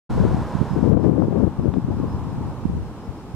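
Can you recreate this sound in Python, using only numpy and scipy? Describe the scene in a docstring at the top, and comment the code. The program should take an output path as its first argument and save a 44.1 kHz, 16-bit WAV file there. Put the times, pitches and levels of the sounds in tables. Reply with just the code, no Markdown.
"""A putting green in gusty wind, heard through the two microphone ports of a camera.
Turbulence rumbles right on the ports, mostly the left one, and single eddies thump them.
Far behind lie traffic, an airy hiss and a faint cricket; a nearer rush ahead dies away.
Three tiny ticks sound in the gusts, and a putter knocks a ball once, dry and woody."""
import sys
import numpy as np
from scipy import signal
from scipy.fft import rfft, irfft
from scipy.io import wavfile
from scipy.ndimage import uniform_filter1d

SR = 44100
rng = np.random.default_rng(int(sys.argv[2]) if len(sys.argv) > 2 else 0)


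def wav_out(sig):
    """Save sig, one row per channel (or a flat mono array), as 16-bit PCM at SR to the path in sys.argv[1]."""
    wavfile.write(sys.argv[1], SR, np.round(np.clip(np.atleast_2d(sig).T, -1, 1) * 32767).astype(np.int16))


N = 147735
TIME = np.arange(N) / SR
BIN_HZ = np.fft.rfftfreq(N, 1 / SR)


def amp(db):
    """Decibels to gain."""
    return 10 ** (np.asarray(db) / 20)


def unit(x):
    """Scales to rms 1."""
    return x / np.sqrt(np.mean(x ** 2) + 1e-20)


def curve(points):
    """A time table read at every sample."""
    return np.interp(TIME, *np.transpose(points))


def by_hz(points):
    """A frequency table read at every bin, along a log axis."""
    hz, value = np.transpose(points)
    return np.interp(np.log(BIN_HZ + 1), np.log(hz + 1), value)


def white():
    """The spectrum of fresh white noise."""
    return rfft(rng.standard_normal(N))


def coloured(spectrum, colour):
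    """Noise of rms 1 with the given colour."""
    return unit(irfft(spectrum * amp(by_hz(colour)), N))


def wander(rate_hz):
    """Random drift of rms 1, up to about the given rate."""
    return unit(irfft(white() * BIN_HZ / (BIN_HZ + rate_hz / 4) / (1 + (BIN_HZ / rate_hz) ** 4), N))


def port_pair(colour, likeness, right_delay_s=0):
    """A distant noise as it reaches the two ports, only partly alike."""
    left, same = white(), np.clip(by_hz(likeness), -1, 1)
    delay = np.exp(-2j * np.pi * BIN_HZ * right_delay_s)
    right = (same * left + np.sqrt(1 - same ** 2) * white()) * delay
    return np.array([coloured(left, colour), coloured(right, colour)])


def turbulence(levels):
    """Air rumbling right on one port: it flutters, and gets brighter as it gets stronger."""
    # rumble spectra in a light breeze and in a full gust: f/Hz, relative level/dB
    breeze = [(15, -23.5), (35, -13), (70, -3), (120, 2), (230, -6.5), (400, -22), (800, -60), (2000, -63),
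              (8000, -86)]
    gust = [(15, -30), (35, -44), (70, 0.5), (130, 0), (260, -1), (480, -10), (950, -29), (2000, -49.5),
            (8000, -92)]
    # weight of the deep bass within the rumble: t/s, gain/dB
    deep_gain = [(.3, 12.5), (.8, 4), (1.2, -15.5), (1.7, 3), (2.3, 4.5), (3.3, 18)]
    breeze_db, gust_db, flutter_db, deep_hz = -24.5, -15.5, 1.9, 74
    level_db = curve(levels) + flutter_db * wander(rate_hz=57)
    force = np.clip((level_db - breeze_db) / (gust_db - breeze_db), 0, 1)
    air = white()
    rumble = (1 - force) * coloured(air, breeze) + force * coloured(air, gust)
    deep = irfft(rfft(rumble) / (1 + (BIN_HZ / deep_hz) ** 4), N)
    rumble = rumble + (amp(curve(deep_gain)) - 1) * deep
    power = uniform_filter1d(uniform_filter1d(rumble ** 2, size=1100), size=700)
    return amp(level_db) * rumble / np.sqrt(power + 1e-9)


def wind():
    """Gusts buffet each port separately, the left one harder."""
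    # wind at each port: t/s, level/dB
    left = [(0.1, -24), (0.18, -17.5), (0.25, -12), (0.27, -18), (0.37, -19), (0.43, -26), (0.6, -44),
            (0.74, -33), (0.765, -15), (0.805, -20), (0.87, -12), (0.96, -12.5), (0.99, -18), (1.07, -11.5),
            (1.095, -10.5), (1.11, -18), (1.17, -15.5), (1.22, -12.5), (1.25, -17), (1.29, -23.5),
            (1.32, -18), (1.38, -15), (1.44, -12.5), (1.46, -18), (1.485, -18.5), (1.52, -34), (1.57, -37),
            (1.59, -18.5), (1.65, -22), (1.695, -13), (1.715, -27.5), (1.74, -20), (1.77, -19.5),
            (1.81, -27), (1.87, -24.5), (1.9, -19.5), (1.98, -22.5), (2.05, -18.5), (2.1, -27.5),
            (2.15, -26.5), (2.5, -24.5), (2.54, -51), (2.65, -36), (2.69, -22.5), (2.81, -24), (2.86, -35),
            (3.06, -45), (3.1, -22), (3.14, -48), (3.35, -41)]
    right = [(0.1, -21.5), (0.18, -21.5), (0.4, -24), (0.52, -33), (0.62, -17), (0.66, -31.5), (0.73, -23),
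             (0.8, -35), (1.0, -35), (1.4, -32), (1.54, -43), (1.62, -25), (1.7, -38.5), (1.88, -29.5),
             (2.15, -27.5), (2.3, -35), (2.42, -30), (2.62, -32), (2.67, -24.5), (2.88, -32), (2.95, -42.5),
             (3.35, -42)]
    return np.array([turbulence(left), turbulence(right)])


def traffic():
    """Far engines and a swelling tyre roar, a little left of the microphones."""
    # loudness of the far road: t/s, level/dB
    levels = [(.1, -37.5), (.9, -35), (1.4, -32), (1.6, -32.5), (2.05, -32), (2.3, -34), (2.47, -33.5),
              (2.64, -34.5), (2.69, -37.5), (2.95, -35.5), (3.35, -36.5)]
    # its spectrum: f/Hz, relative level/dB
    colour = [(20, -13), (60, -7.5), (115, 3), (170, 5), (300, 1), (480, -5), (660, -10.5), (850, -4.5),
              (1000, -5.5), (1200, -12.5), (1550, -20), (2100, -32), (4000, -36.5), (15000, -70)]
    # its stereo image: f/Hz, left-right likeness
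    likeness = [(30, .3), (130, 0.96), (300, 0.99), (1000, 0.91), (2000, 0.71), (5000, 0.32)]
    # swell of the tyre roar within it: t/s, gain/dB
    tyre_gain = [(.1, 1), (1.0, 5), (1.55, -2), (2.05, 1), (2.55, 1), (2.75, -2.5), (3.35, -4)]
    tyre_hz, tyre_width_hz = 990, 190
    road = port_pair(colour, likeness, right_delay_s=0.00003)
    tyre_band = np.exp(-((BIN_HZ - tyre_hz) / tyre_width_hz) ** 2)
    tyres = irfft(rfft(road) * tyre_band, N)
    return amp(curve(levels)) * (road + (amp(curve(tyre_gain)) - 1) * tyres)


def near_rush():
    """A brighter rush from straight ahead, like tyres on a nearer road, dying away."""
    # loudness of the rush: t/s, level/dB
    levels = [(.1, -30), (.5, -30.5), (.75, -33), (.88, -35.5), (.96, -50), (1.05, -36), (1.11, -46),
              (1.6, -47.5), (3.35, -76)]
    # its spectrum: f/Hz, relative level/dB
    colour = [(30, -21), (150, 6.5), (400, 1.5), (650, -2), (850, 0), (1000, 0.5), (1170, -7.5),
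              (1500, -9.5), (2000, -20), (2800, -24.5), (4000, -26.5), (8000, -34.5), (11000, -41.5),
              (15500, -52)]
    # its stereo image: f/Hz, left-right likeness
    likeness = [(100, 1), (1000, 1), (2000, 1), (4000, 0.9), (10000, 0.89)]
    return amp(curve(levels)) * port_pair(colour, likeness)


def hiss():
    """Smooth, wide, airy hiss, a little stronger on the left."""
    # spectrum of the hiss: f/Hz, relative level/dB
    colour = [(20, 7.5), (1500, 4), (2800, 1.5), (4000, -1.5), (6300, -5), (8000, -6.5), (11000, -11.5),
              (15500, -18)]
    # its stereo image: f/Hz, left-right likeness
    likeness = [(1000, 0.23), (2400, 0.36), (3600, -0.44), (5500, -0.23), (8500, -.1), (15000, 0.11)]
    level_db, left_lift_db = -53.5, 1.34
    return amp([[level_db + left_lift_db], [level_db]]) * port_pair(colour, likeness)


def cricket():
    """A far cricket: a thin, slightly fuzzy tone in short chirps, five or six a second."""
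    # chirps, timed at their middles: t/s, level/dB
    chirps = [(.16, -60), (.35, -62), (.53, -62), (.72, -59), (.86, -62.5), (1.04, -64.5), (1.22, -67),
              (1.41, -66), (1.62, -67), (1.78, -68), (1.96, -64), (2.13, -63), (2.3, -66), (2.48, -68),
              (2.66, -71), (2.86, -69), (3.03, -65), (3.19, -66), (3.33, -67)]
    pitch_hz, width_hz, half_chirp_s = 5172, 27, .058
    band = 1 / (1 + ((BIN_HZ - pitch_hz) / width_hz) ** 2)
    tone = np.array([irfft(white() * band, N) for port in range(2)])
    steady = tone / np.sqrt(uniform_filter1d(tone ** 2, size=900) + 1e-12)
    return steady * sum(amp(db) * np.exp(-((TIME - s) / half_chirp_s) ** 4) for s, db in chirps)


def eddies(ports):
    """Each eddy thumps one port: a sharp suction, with the microphone's softer overshoot either side."""
    # thumps: t/s, port (0 left, 1 right), relative level/dB, width/ms
    thumps = [(0.208, 0, -1, 1.66), (0.252, 0, -0.5, 0.85), (0.346, 0, -2.5, 1.36), (0.554, 1, -4, 1.44),
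              (0.616, 1, -0.5, 1.46), (0.714, 1, -7.5, 1.55), (0.735, 1, -8.5, 1.6), (0.83, 0, -0.5, 1.17),
              (0.901, 0, -1, 1.34), (0.931, 0, 0.5, 1.67), (0.963, 0, -5, 2.4), (1.065, 0, -0.5, 0.89),
              (1.094, 0, -1.5, 1.1), (1.119, 0, -4.5, 1.4), (1.223, 0, -8.5, 0.34), (1.284, 1, -4, 0.85),
              (1.445, 0, -3, 1.87), (1.586, 1, -17, 1.1), (1.591, 0, -6.5, 1.9), (1.658, 0, -2.5, 0.85),
              (1.69, 0, -4.5, 2.2), (1.773, 0, -2.5, 1.13), (1.784, 0, -3, 1.13), (1.848, 0, -6, 1.77),
              (1.888, 1, -10, 1.03), (2.002, 1, -11.5, 1), (2.043, 0, -7.5, 0.94), (2.149, 0, -11, 2),
              (2.383, 1, -12.5, 1.5), (2.656, 1, -2.5, 1.27), (2.752, 1, -14, 1.3), (3.092, 0, -16, 2.6),
              (3.346, 1, -15, 2.4)]
    base_db, skew, shelter_depth = -1.5, 0.11, 0.53
    ports = ports.copy()
    for s, port, db, width_ms in thumps:
        u = (TIME - s) / (width_ms / 1000)
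        suction = (u ** 2 - 1 + skew * u) * np.exp(-u ** 2 / 2)
        shelter = 1 - shelter_depth * np.exp(-u ** 2 / 10)  # the turbulence is swept aside
        ports[port] = ports[port] * shelter + amp(base_db + db) * suction
    return ports


def ticks():
    """Tiny dry ticks at the height of the gusts, each at one port."""
    # noise bursts: t/s, port (0 left, 1 right), centre f/Hz, width/Hz, level/dB
    bursts = [(.8945, 1, 13000, 3000, -52), (.931, 0, 2000, 1900, -40), (2.654, 1, 1150, 500, -31)]
    half_tick_s = .0011
    ports = np.zeros((2, N))
    for s, port, hz, width_hz, db in bursts:
        band = np.exp(-((BIN_HZ - hz) / width_hz) ** 2)
        envelope = np.exp(-((TIME - s) / half_tick_s) ** 2)
        ports[port] += amp(db) * unit(irfft(white() * band, N)) * envelope
    return ports


def putt():
    """One dry, woody knock of the putter on the soft ball, centred between the ports."""
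    # modes of putter face and ball: f/Hz, relative level/dB, t60/s
    modes = [(790, 10, .006), (1650, -12, .005), (2490, -10, .01), (3550, -14, .008), (4100, -19, .006)]
    strike_s, rise_s, base_db = 1.7392, .0002, -27
    t = np.maximum(TIME - strike_s, 0)
    contact = 1 - np.exp(-(t / rise_s) ** 2)
    ring = sum((-1) ** k * amp(db - 60 * t / t60) * np.sin(2 * np.pi * hz * t)
               for k, (hz, db, t60) in enumerate(modes))
    return amp(base_db) * contact * ring


def scene():
    """Wind on the microphones in front, the putt on the green, the background far behind."""
    # dips of the whole background, on top of its layers' own levels: t/s, gain/dB
    background_gain = [(.1, -1), (.85, -2), (.92, -2), (.96, -7), (1.04, -2.5), (1.11, -4.5), (1.4, -3),
                       (1.8, -3.5), (2.15, -0.5), (2.7, -1), (3.35, -1.5)]
    buffeting = eddies(wind())
    background = traffic() + near_rush() + hiss() + cricket()
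    return buffeting + amp(curve(background_gain)) * background + ticks() + putt()


def record(dry):
    """The camera fades in quickly, clips any peak near full scale and cuts the highest treble."""
    start_s, fade_s, ceiling, edge_hz = 0.093, 0.014, .97, 15700
    faded = dry * np.clip((TIME - start_s) / fade_s, 0, 1)
    clipped = np.clip(faded, -ceiling, ceiling)
    lowpass = signal.firwin(511, edge_hz, window=("kaiser", 9), fs=SR)
    return signal.oaconvolve(clipped, lowpass[None], "same")


dry = scene()
out = record(dry)
wav_out(out)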